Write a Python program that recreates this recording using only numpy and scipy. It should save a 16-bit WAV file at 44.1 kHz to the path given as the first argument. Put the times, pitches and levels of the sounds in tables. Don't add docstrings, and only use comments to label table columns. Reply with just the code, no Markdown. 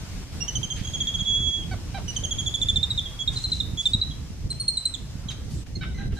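import sys
import numpy as np
from scipy import signal
from scipy.fft import rfft, irfft, next_fast_len
from scipy.io import wavfile
from scipy.ndimage import uniform_filter1d, map_coordinates

SR = 44100
rng = np.random.default_rng(int(sys.argv[2]) if len(sys.argv) > 2 else 0)


def int16_out(signal):
    q = np.round(np.clip(np.atleast_2d(signal).T, -1, 1) * 32767)
    wavfile.write(sys.argv[1], SR, q.astype(np.int16))


def level_to_linear(level):
    exponent = np.asarray(level, float) / 20
    return 10 ** exponent


N = 273197


def unit(x):
    return x / np.sqrt(np.mean(x ** 2) + 1e-20)


def along(points, hz):
    f, v = np.transpose(points)
    return np.interp(np.log(hz + 1), np.log(f + 1), v)


def curves(rows):
    s, *cols = np.transpose(rows)
    return [np.interp(np.arange(N) / SR, s, c) for c in cols]


def wobble(rate):
    return map_coordinates(rng.standard_normal(1000), [np.arange(N) * rate / SR])


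def sides(db):
    return level_to_linear(np.array([db / 2, -db / 2]))


def add(track, s, x):
    part = track[..., round(s * SR):round(s * SR) + x.shape[-1]]
    part += x[..., :part.shape[-1]]


def tone(hz, orders):
    phase = 2 * np.pi * np.cumsum(hz) / SR
    return np.sqrt(2) * sum(level_to_linear(db) * np.sin(k * phase + k) for k, db in orders)


def gate(t, length, rise, fall):
    opening = np.clip(t / rise, 0, 1)
    closing = np.clip((length - t) / fall, 0, 1)
    return np.sin(np.pi / 2 * opening * closing) ** 2


def rush(spectrum, alike, patchy_db):
    # (frequency [Hz], left minus right [dB])
    lean = [(60, -0.5), (180, -4), (550, -2.5), (1650, 2), (4970, 0.5), (15000, 2.5)]
    hz, _, z = signal.stft(rng.standard_normal((2, N + 4096)), SR, nperseg=2048)
    field = uniform_filter1d(rng.standard_normal(z.shape[1:]), size=20, axis=0)
    field = uniform_filter1d(field, size=3, axis=1)
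    turn = np.arccos(np.clip(along(alike, hz), -1, 1))[:, None] / 2
    z = z * level_to_linear(along(spectrum, hz)[:, None] + patchy_db * unit(field))
    mid, side = z[0] * np.cos(turn), z[1] * np.sin(turn)
    pair = np.array([mid + side, mid - side]) * sides(along(lean, hz))[..., None]
    return unit(signal.istft(pair, SR, nperseg=2048)[1][:, :N])


def air():
    # (time [s], strength [dB])
    wind = [(0.0, -35.5), (0.55, -35), (0.96, -34.5), (1.5, -30.5), (1.53, -47.5), (1.58, -31.5),
            (2.83, -32.5), (3.07, -36.5), (3.72, -31), (3.84, -42.5), (3.96, -27.5), (4.02, -33.5),
            (4.74, -37.5), (4.77, -42.5), (5.57, -30.5), (5.64, -35), (6.14, -29.5), (6.19, -37.5)]
    # (time [s], half width [s], change [dB])
    gusts = [(.19, .08, 2.5), (.29, 0.052, -3), (.4, 0.14, 4), (.48, 0.019, -4.5), (.58, 0.025, 5.5),
             (1.26, 0.016, -6.5), (1.95, 0.021, 2.5), (2.6, 0.073, -0.5), (2.81, 0.034, 2), (3.65, 0.32, 0),
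             (4.28, 0.065, -4.5), (4.47, 0.026, 5.5), (5.03, 0.11, 4), (5.12, 0.017, -5),
             (5.773, 0.0067, 11)]
    # (time [s], peak [dB], left minus right [dB])
    thumps = [(0.032, -21.5, 7), (0.425, -16.5, 4), (0.648, -15, -2), (0.81, -13, -7), (1.217, -13, -6.5),
              (1.4, -13.5, -5), (1.469, -33, -2.5), (1.578, -32, -9), (3.299, -35, -33), (3.473, -18.5, -5),
              (3.732, -12.5, -5), (3.946, -7.5, 3), (4.095, -18, -6), (4.301, -27, -25), (5.151, -15, -6),
              (5.255, -16.5, -5)]
    # (time [s], level [dB])
    turning = [(0, 0.5), (1.2, -0.5), (1.55, -3.5), (2, -1.5), (3.4, -2), (4.5, -6.5), (5.2, -5), (5.7, -8),
               (6.19, -8.5)]
    # (frequency [Hz], level per Hz [dB])
    rumble = [(8, -45), (20, -11.5), (50, 1), (103, -1), (180, -10), (300, -18.5), (470, -26.5), (800, -40),
              (1500, -97)]
    # (frequency [Hz], level per Hz [dB])
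    park = [(250, -42), (450, -9.5), (800, -10), (1600, -12.5), (2700, -11.5), (4000, -12), (6000, -11.5),
            (8500, -18.5), (11000, -25.5), (15000, -28)]
    # (frequency [Hz], level per Hz [dB])
    hiss = [(2500, -36), (5000, -0.5), (7100, -8.5), (10000, -14.5), (13300, -25), (14700, -31.5),
            (15400, -23), (16000, -82)]
    # (frequency [Hz], left-right likeness)
    ports = [(30, 1), (90, 0.77), (180, 0.71), (350, 0.43)]
    # (frequency [Hz], left-right likeness)
    alike = [(60, 0.82), (180, -0.63), (550, 0.9), (1650, 0.43), (4970, -0.4), (15000, 0.16)]

    (buffet_db,), (turn_db,) = curves(wind), curves(turning)
    t = np.arange(N) / SR
    buffet_db = buffet_db + sum(db * np.exp(-((t - s) / half) ** 2) for s, half, db in gusts)
    port_lumps = np.array([wobble(27.0), wobble(36)])
    lumps = level_to_linear(1.1 * wobble(17) + 0.69 * port_lumps)
    out = level_to_linear(buffet_db + 0.5) * unit(lumps * rush(rumble, ports, patchy_db=1.08))
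    out += level_to_linear(-45 + turn_db + 0.7 * wobble(8.3)) * rush(park, alike, patchy_db=1.27)
    out += level_to_linear(-58 + 0.38 * turn_db) * rush(hiss, alike, patchy_db=0.8)
    t = np.arange(-900, 900) / SR
    push = -t / 0.00097 * np.exp(-(t / 0.0015) ** 2 / 2)
    for s, db, pan in thumps:
        add(out, max(s - .015, 0), level_to_linear(db - 8.0) * sides(pan)[:, None] * push)
    return out


def whistler():
    # (time [s], length [s], pitch [Hz], level [dB], glide [Hz])
    first_trills = [(0.405, 0.029, 2785, -35.5, 122), (0.48, 0.021, 3060, -35.5, -103.0),
                    (0.553, 0.023, 3140, -30, -72.0), (0.63, 0.024, 3200, -31.5, -64),
                    (0.7016, 0.027, 3224, -32, -26), (0.836, 0.0066, 3340, -37.5, -50),
                    (0.846, 0.016, 3280, -39.5, 11), (0.871, 0.011, 3310, -43, 15),
                    (0.885, 0.008, 3290, -40, -100), (0.935, 0.027, 3340, -30.5, -43),
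                    (1.0034, 0.024, 3346, -26, -25), (1.0707, 0.025, 3350, -23.5, -29),
                    (1.139, 0.021, 3350, -25, -28), (1.1928, 0.028, 3390, -25.5, -68),
                    (2.0797, 0.031, 2986, -33, -60), (2.1624, 0.019, 3160, -31.5, -79),
                    (2.236, 0.022, 3293, -29.0, -79), (2.3083, 0.023, 3377, -29, -90),
                    (2.385, 0.026, 3370, -27.5, -51), (2.461, 0.0266, 3485, -26, -141.0),
                    (2.5406, 0.022, 3487, -22, -52), (2.615, 0.022, 3574, -19, -122.0),
                    (2.686, 0.021, 3540, -19.5, -75), (2.7586, 0.019, 3660, -18, -117.0),
                    (2.8296, 0.018, 3755, -20.5, -162.0), (2.9043, 0.018, 3913, -21.5, -107.0),
                    (2.976, 0.02, 3758, -20.5, -308.0), (3.0557, 0.017, 3346, -32.5, -33)]
    # (time [s], length [s], pitch [Hz], level [dB], glide [Hz])
    later_trills = [(3.19, 0.043, 3357, -23.5, 42), (3.276, 0.019, 3705, -20, 94),
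                    (3.3613, 0.019, 4150, -23, 23), (3.439, 0.022, 4218, -23.5, -131.0),
                    (3.5177, 0.018, 4176, -19.5, -292.0), (3.6017, 0.012, 3856, -21.5, -331.0),
                    (3.7723, 0.048, 3380, -24, 117), (3.8554, 0.021, 3660, -19, -52),
                    (3.934, 0.02, 3924, -19, -107.0), (4.0146, 0.016, 4065, -21.5, -194.0),
                    (4.109, 0.016, 3340, -40, -48), (4.5027, 0.02, 4186, -29, 18),
                    (4.598, 0.0233, 4374, -27.5, -100), (4.68, 0.016, 4250, -20, 50),
                    (4.7697, 0.013, 4077, -23.5, -39), (4.8535, 0.015, 4145, -21.5, -67),
                    (4.9387, 0.017, 3970, -33, -900), (5.286, 0.019, 3330, -36, -300)]
    # (time [s], pitch [Hz], level [dB])
    long_whistle = [(1.249, 3320, -35.5), (1.275, 3350, -24), (1.355, 3335, -22.5), (1.39, 3351, -29),
                    (1.44, 3355, -28), (1.487, 3340, -24), (1.508, 3328, -30), (1.544, 3342, -24.5),
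                    (1.587, 3330, -32.5), (1.62, 3244, -39), (1.643, 3110, -42)]
    # (time [s], overtone [dB])
    mouth = [(.45, 8), (.65, -3), (.85, -2.5), (1.05, -12), (1.2, -13.5), (2.1, 3.5), (2.5, -9),
             (2.95, -22.5), (3.19, -17), (3.28, -27), (3.6, -24), (3.77, -10.5), (4.015, -32.5),
             (4.11, -18), (4.55, -2.5), (4.68, -9), (4.82, -6), (5.29, -4.5)]
    # (time [s], share of pitch)
    sag = [(.4, 0.062), (.5, 0.15), (.85, 0.057), (1.0, 0.13), (1.2, 0.082), (2.08, .04), (2.2, 0.23),
           (2.7, 0.076), (2.98, 0.16), (3.06, 0.035), (3.28, 0.13), (3.36, 0.23), (3.52, 0.21),
           (3.6, 0.054), (3.77, 0.038), (3.9, 0.1), (4.5, 0.1), (4.68, 0.13), (4.86, 0.08), (4.94, .05),
           (5.29, 0.077)]

    out, notes = np.zeros((2, N)), first_trills + later_trills
    gaps = np.diff([row[0] for row in notes], prepend=0)
    openers = (gaps > .12) | (gaps < .04)
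    for (s, length, hz, db, glide), after_gap in zip(notes, openers):
        opener = after_gap and s != first_trills[5][0]
        over_db, droop = np.interp(s, *np.transpose(mouth)), np.interp(s, *np.transpose(sag))
        t = np.arange(round((length + 0.0033) * SR)) / SR
        ending = np.exp((t - t[-1]) / 0.0023)
        flick = (0.2 if opener else 1) * np.clip(4300 - hz, 0, 900) * np.exp(-t / 0.0012)
        even_glide = 0.72 * glide * t / length
        pitch = (hz + even_glide) * (1 - droop * ending) + flick

        thin_third = s > 5.1 or 3.7 < s < 3.8 or 3.1 < s < 3.2 or s < .52
        third_db = over_db - 16.5 - 14 * thin_third - 14 * max(hz - 3350, 0) / 1000 - 4 * (s < 1.3)
        hook_db = min(22, 2 - over_db) if s < 4.4 else -12
        overtones = tone(pitch, [(2, over_db), (3, third_db)])
        overtones = level_to_linear(hook_db * ending - 0.083 * flick) * overtones
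        parts = np.array([tone(pitch, [(0.99, 0.0044)]), overtones])

        swells = opener and length > .025
        swell_db = -8 * swells * (1 - t / t[-1])
        shape = gate(t, t[-1], rise=0.0027 + 0.0011 * (hz > 4050), fall=0.0065 + 0.0037 * swells)
        add(out, s - .001, level_to_linear(db + swell_db) * shape * parts)

    t = np.arange(N) / SR
    unsteady = 1.5 + 1.9 * np.exp(-((t - .87) / .04) ** 2)
    out = out * level_to_linear(1.17 * wobble(90) * unsteady)

    hz, db = curves(long_whistle)
    start, end = long_whistle[0][0], long_whistle[-1][0]
    t = t - start
    hz = hz + 3 * wobble(39.45) + 700 * np.exp(-np.abs(t) / 0.0029)
    held = gate(t, end - start, rise=0.0027, fall=0.0067) * level_to_linear(db)
    return out + held * [tone(hz, [(1, 0.0055)]), tone(hz, [(2, -17.5), (3, -40.5)])]


def near_walls(x):
    # (delay [s], level [dB], left minus right [dB])
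    echoes = [
        (.0043, -35.5, -5),
        (0.0104, -13.5, 2),
        (.017, -22, 2),
    ]
    out = np.zeros((2, N))
    for s, db, pan in echoes:
        add(out, s, level_to_linear(db) * sides(pan)[:, None] * x)
    return out


def walls(x):
    # (frequency [Hz], time to fall 60 dB [s])
    decay = [(700, 0.32), (3500, 0.43), (8000, 0.33)]
    out, step = np.zeros((2, N)), round(.31 * SR)
    for i in range(0, N, step):
        hz, t, z = signal.stft(rng.standard_normal((2, SR // 2)), SR, nperseg=256)
        tail = signal.istft(z * level_to_linear(-60 * t / along(decay, hz)[:, None]), SR, nperseg=256)[1]
        build = 1 - np.exp(-np.arange(tail.shape[1]) / SR / 0.0024)
        tail = (tail + 0.08 * tail[::-1]) * build
        answer = signal.fftconvolve(x[None, i:i + step], tail / np.linalg.norm(tail[0]), axes=1)
        add(out, i / SR + .008, answer)
    return out


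def rustle():
    # (time [s], length [s], centre [Hz], level [dB])
    brushes = [(0.75, 0.071, 3260, -41.5), (0.752, 0.048, 7000, -51), (1.735, 0.017, 885, -46),
               (1.973, 0.045, 920, -41.5), (1.972, 0.029, 3280, -43.5), (2.139, 0.072, 5600, -47.5),
               (2.214, 0.081, 520, -46), (3.291, 0.16, 1750, -54), (3.3, 0.17, 6140, -45),
               (3.452, 0.18, 5730, -47.5), (3.524, 0.41, 10300, -61.5), (3.771, 0.21, 6100, -47),
               (5.164, 0.31, 1170, -55.5), (5.299, 0.041, 4020, -45), (5.493, 0.085, 5000, -53.5),
               (5.509, 0.11, 7000, -54.5), (5.49, 0.072, 9000, -56.5), (5.66, 0.012, 2550, -52),
               (5.816, 0.044, 2200, -40.5), (5.961, 0.11, 2480, -52), (6.101, 0.052, 2500, -50),
               (6.143, 0.065, 5960, -53)]
    # (time [s], peak [dB])
    ticks = [(2.33, -42), (.765, -37), (.772, -39), (.783, -41), (4.526, -36.5), (5.306, -32), (5.313, -36),
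             (5.318, -34), (5.327, -37), (5.669, -46), (5.825, -51), (5.845, -51)]
    out, noise = np.zeros((2, N)), rng.standard_normal((32, 3, 12000))
    t = np.arange(noise.shape[2]) / SR
    for (s, length, hz, db), (left, right, size) in zip(brushes, noise):
        grain_db = 2.2 * unit(uniform_filter1d(size, size=60))
        clump_db = 1.3 * unit(uniform_filter1d(size[::-1], size=700))
        grains = level_to_linear(grain_db + clump_db) * [left, right + .5 * left]
        band = signal.butter(3, [hz * 0.47, min(hz * 1.37, 14000)], "band", fs=SR, output="sos")
        shape = gate(t, length * 1.41, rise=0.26 * length, fall=0.98 * length)
        add(out, s, level_to_linear(db) * unit(signal.sosfilt(band, grains)) * shape)
    wire = signal.butter(2, [1100, 6500], "band", fs=SR, output="sos")
    for (s, db), (tick, *_) in zip(ticks, noise[::-1]):
        click = signal.sosfilt(wire, tick * level_to_linear(-60 * t / 0.02))
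        add(out, s, level_to_linear(db) * click * np.ones((2, 1)))
    return out


def mates():
    # (time [s], length [s], pitch [Hz], level [dB], echo [dB])
    calls = [
        (1.709, 0.035, 765, -37.5, -2),
        (1.941, 0.042, 794, -38.5, -2),
        (5.281, 0.0079, 4050, -40.5, 9.5),
        (5.301, 0.016, 3910, -48.5, -13),
        (5.751, 0.023, 2150, -37, -4),
        (5.806, 0.035, 769, -46.5, 10.5),
        (5.942, 0.0495, 2063, -52.5, 12.5),
        (5.981, 0.057, 803, -49.5, 10.5),
        (6.164, 0.042, 805, -52.5, 15),
    ]
    # (multiple of pitch, level [dB])
    voices = [
        [(1, -2.5), (2, -2.5), (3, -5), (4, -15), (5, -14), (6, -10), (7, -35)],
        [(1, 1), (2, -5.5), (3, -7), (4, -10.5), (5, -6), (6, -22), (7, -29)],
        [(1, 1)],
        [(1, 8.5)],
        [(1, -22), (2, 0.5), (3, -14)],
        [(1, -13), (2, 5), (3, 0), (4, -2), (5, 2), (6, -13), (7, -13)],
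        [(1, 0), (2, -7), (3, -6.5)],
        [(1, -5.5), (2, 0.5), (4, -21), (5, -3.5)],
        [(1, -6), (2, 5), (4, -8), (5, 4.5)],
    ]
    out = np.zeros((2, N))
    for (s, length, hz, db, echo_db), voice in zip(calls, voices):
        t = np.arange(round((length + 0.0067) * SR)) / SR
        ending = np.exp((t - t[-1]) / 0.0064)
        fall = 0.24 if hz < 1000 else 0.026
        pitch = hz * (1 - 0.038 * (2 * t / length - 1) ** 2 - fall * ending)
        overtones = level_to_linear(-22 * ending) * tone(pitch, voice[1:])
        call = level_to_linear(db) * gate(t, t[-1], rise=0.0075, fall=0.0063) * (tone(pitch, voice[:1]) + overtones)
        add(out, s, np.array([call, level_to_linear(echo_db) * call]))
    hoarse = 1 + 0.21 * unit(uniform_filter1d(rng.standard_normal(N), size=90))
    return out * level_to_linear(2.0 * wobble(60)) * hoarse


def bird():
    # (time [s], length [s], from [Hz], to [Hz], level [dB])
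    slurs = [
        (2.082, .03, 3800, 7500, -54),
        (2.112, .055, 6200, 4200, -53),
    ]
    out = np.zeros(N)
    for s, length, from_hz, to_hz, db in slurs:
        t = np.arange(round(length * SR)) / SR
        pitch = from_hz + (to_hz - from_hz) * t / length
        add(out, s, level_to_linear(db) * gate(t, length, rise=0.0073, fall=.008) * tone(pitch, [(1, 0)]))
    return out


def swish():
    # (time [s], length [s], from [Hz], to [Hz], level [dB])
    strokes = [
        (3.303, 0.18, 6650, 7360, -49),
        (3.472, .15, 6250, 5830, -55),
        (5.498, 0.074, 4330, 5640, -56),
        (5.523, 0.12, 7100, 8200, -53),
        (5.507, 0.051, 8800, 9200, -59),
        (5.552, 0.094, 3940, 3640, -58),
        (5.576, 0.071, 5600, 5640, -60),
    ]
    out, noise = np.zeros((2, N)), rng.standard_normal((12, 2, 2, 9000))
    t = np.arange(noise.shape[3]) / SR
    soft = signal.butter(2, 500, fs=SR, output="sos")
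    for (s, length, from_hz, to_hz, db), pair in zip(strokes, noise):
        hz = from_hz + (to_hz - from_hz) * np.minimum(t / length, 1)
        phase = 2 * np.pi * np.cumsum(hz) / SR
        a, b = unit(signal.sosfilt(soft, pair))
        breath = a * np.cos(phase) + b * np.sin(phase)
        add(out, s, level_to_linear(db) * breath * gate(t, length, rise=0.26 * length, fall=0.32 * length))
    return out


def scene():
    # (time [s], left minus right [dB])
    balance = [(.41, -14), (.49, -8), (.63, -13.5), (.72, -7.5), (1.2, -3), (2.12, -11.5), (2.35, -4.5),
               (2.69, -4), (2.83, -9), (2.9, -3), (3.28, -5), (3.51, 2.5), (3.6, -6), (3.77, -4),
               (3.86, -4), (3.93, -2.5), (4.83, 0), (4.94, -11)]
    # (time [s], echo [dB])
    facing = [(.4, 4.5), (.6, -4), (.72, 6.5), (.84, 6), (1, 5), (1.2, 3.5), (1.45, -1.5), (2.1, 0),
              (2.35, 3), (2.55, 1), (2.8, -4.5), (3.0, 0), (3.06, 5), (3.19, 2.5), (3.28, 0.5), (3.44, 0),
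              (3.5, 2), (3.8, -7.5), (4.02, -0.5), (4.5, -0.5), (4.7, 1.5), (4.85, -2), (5.29, 2.5)]
    (base, over), (far, sent) = whistler(), mates()
    near = base * sides(curves(balance)[0]) + over * sides(-6.0)[:, None]
    size = next_fast_len(N)
    lag = np.exp(-2j * np.pi * np.fft.rfftfreq(size, 1 / SR) * 40e-6)
    near[0] = irfft(rfft(near[0], size) * lag, size)[:N]
    wet = level_to_linear(-9.5) * walls(level_to_linear(curves(facing)[0]) * (base + over) + sent)
    animals = near + near_walls(base + over) + far * sides(-6.0)[:, None] + wet * sides(-1.0)[:, None]
    return animals + rustle() + air() + bird() + swish()


def starve(x, floor_db, edge_hz, size, keep):
    hz, _, z = signal.stft(x, SR, nperseg=size)
    power, wide = np.mean(abs(z) ** 2, axis=0), size // 64
    band = np.arange(len(hz)) // wide
    centre = np.minimum(band * wide + wide // 2, len(hz) - 1)
    level = uniform_filter1d(power, size=wide, axis=0)[centre]
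    luck_db = 6 * rng.standard_normal((band[-1] + 1, z.shape[2]))[band]
    tone_top = power[hz > 2000].max(axis=0)
    attack = np.maximum(tone_top - np.roll(tone_top, 4096 // size), 0)
    debt = np.maximum(attack, .3 * np.roll(attack, 1) + .15 * np.roll(attack, -1))
    weak = (level < debt * level_to_linear(2 * (floor_db + luck_db))) & (power < keep * level)
    lost = weak & (hz[:, None] > edge_hz)
    return signal.istft(z * ~lost, SR, nperseg=size)[1][:, :N]


def low_pass(x):
    return signal.sosfilt(signal.butter(12, 15600, fs=SR, output="sos"), x)


def record(dry):
    # (time [s], depth [dB], hold [s])
    ducks = [
        (0.243, -3, 0.077),
        (1.47, 2, 0.025),
        (3.762, 0.5, 0.021),
        (4.479, -4.5, 0.012),
        (5.064, -1, 0.032),
        (5.637, -6, 0.025),
        (6.087, -4, 0.031),
    ]
    t = np.arange(N) / SR
    duck_db = sum(db * gate(t - s, hold + 0.0067, rise=0.00057, fall=0.0086) for s, db, hold in ducks)
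    edge = signal.cheby2(14, 50, 15400, fs=SR, output="sos")
    return low_pass(signal.sosfilt(edge, dry * level_to_linear(duck_db)))


dry = scene()
out = record(dry)
int16_out(out)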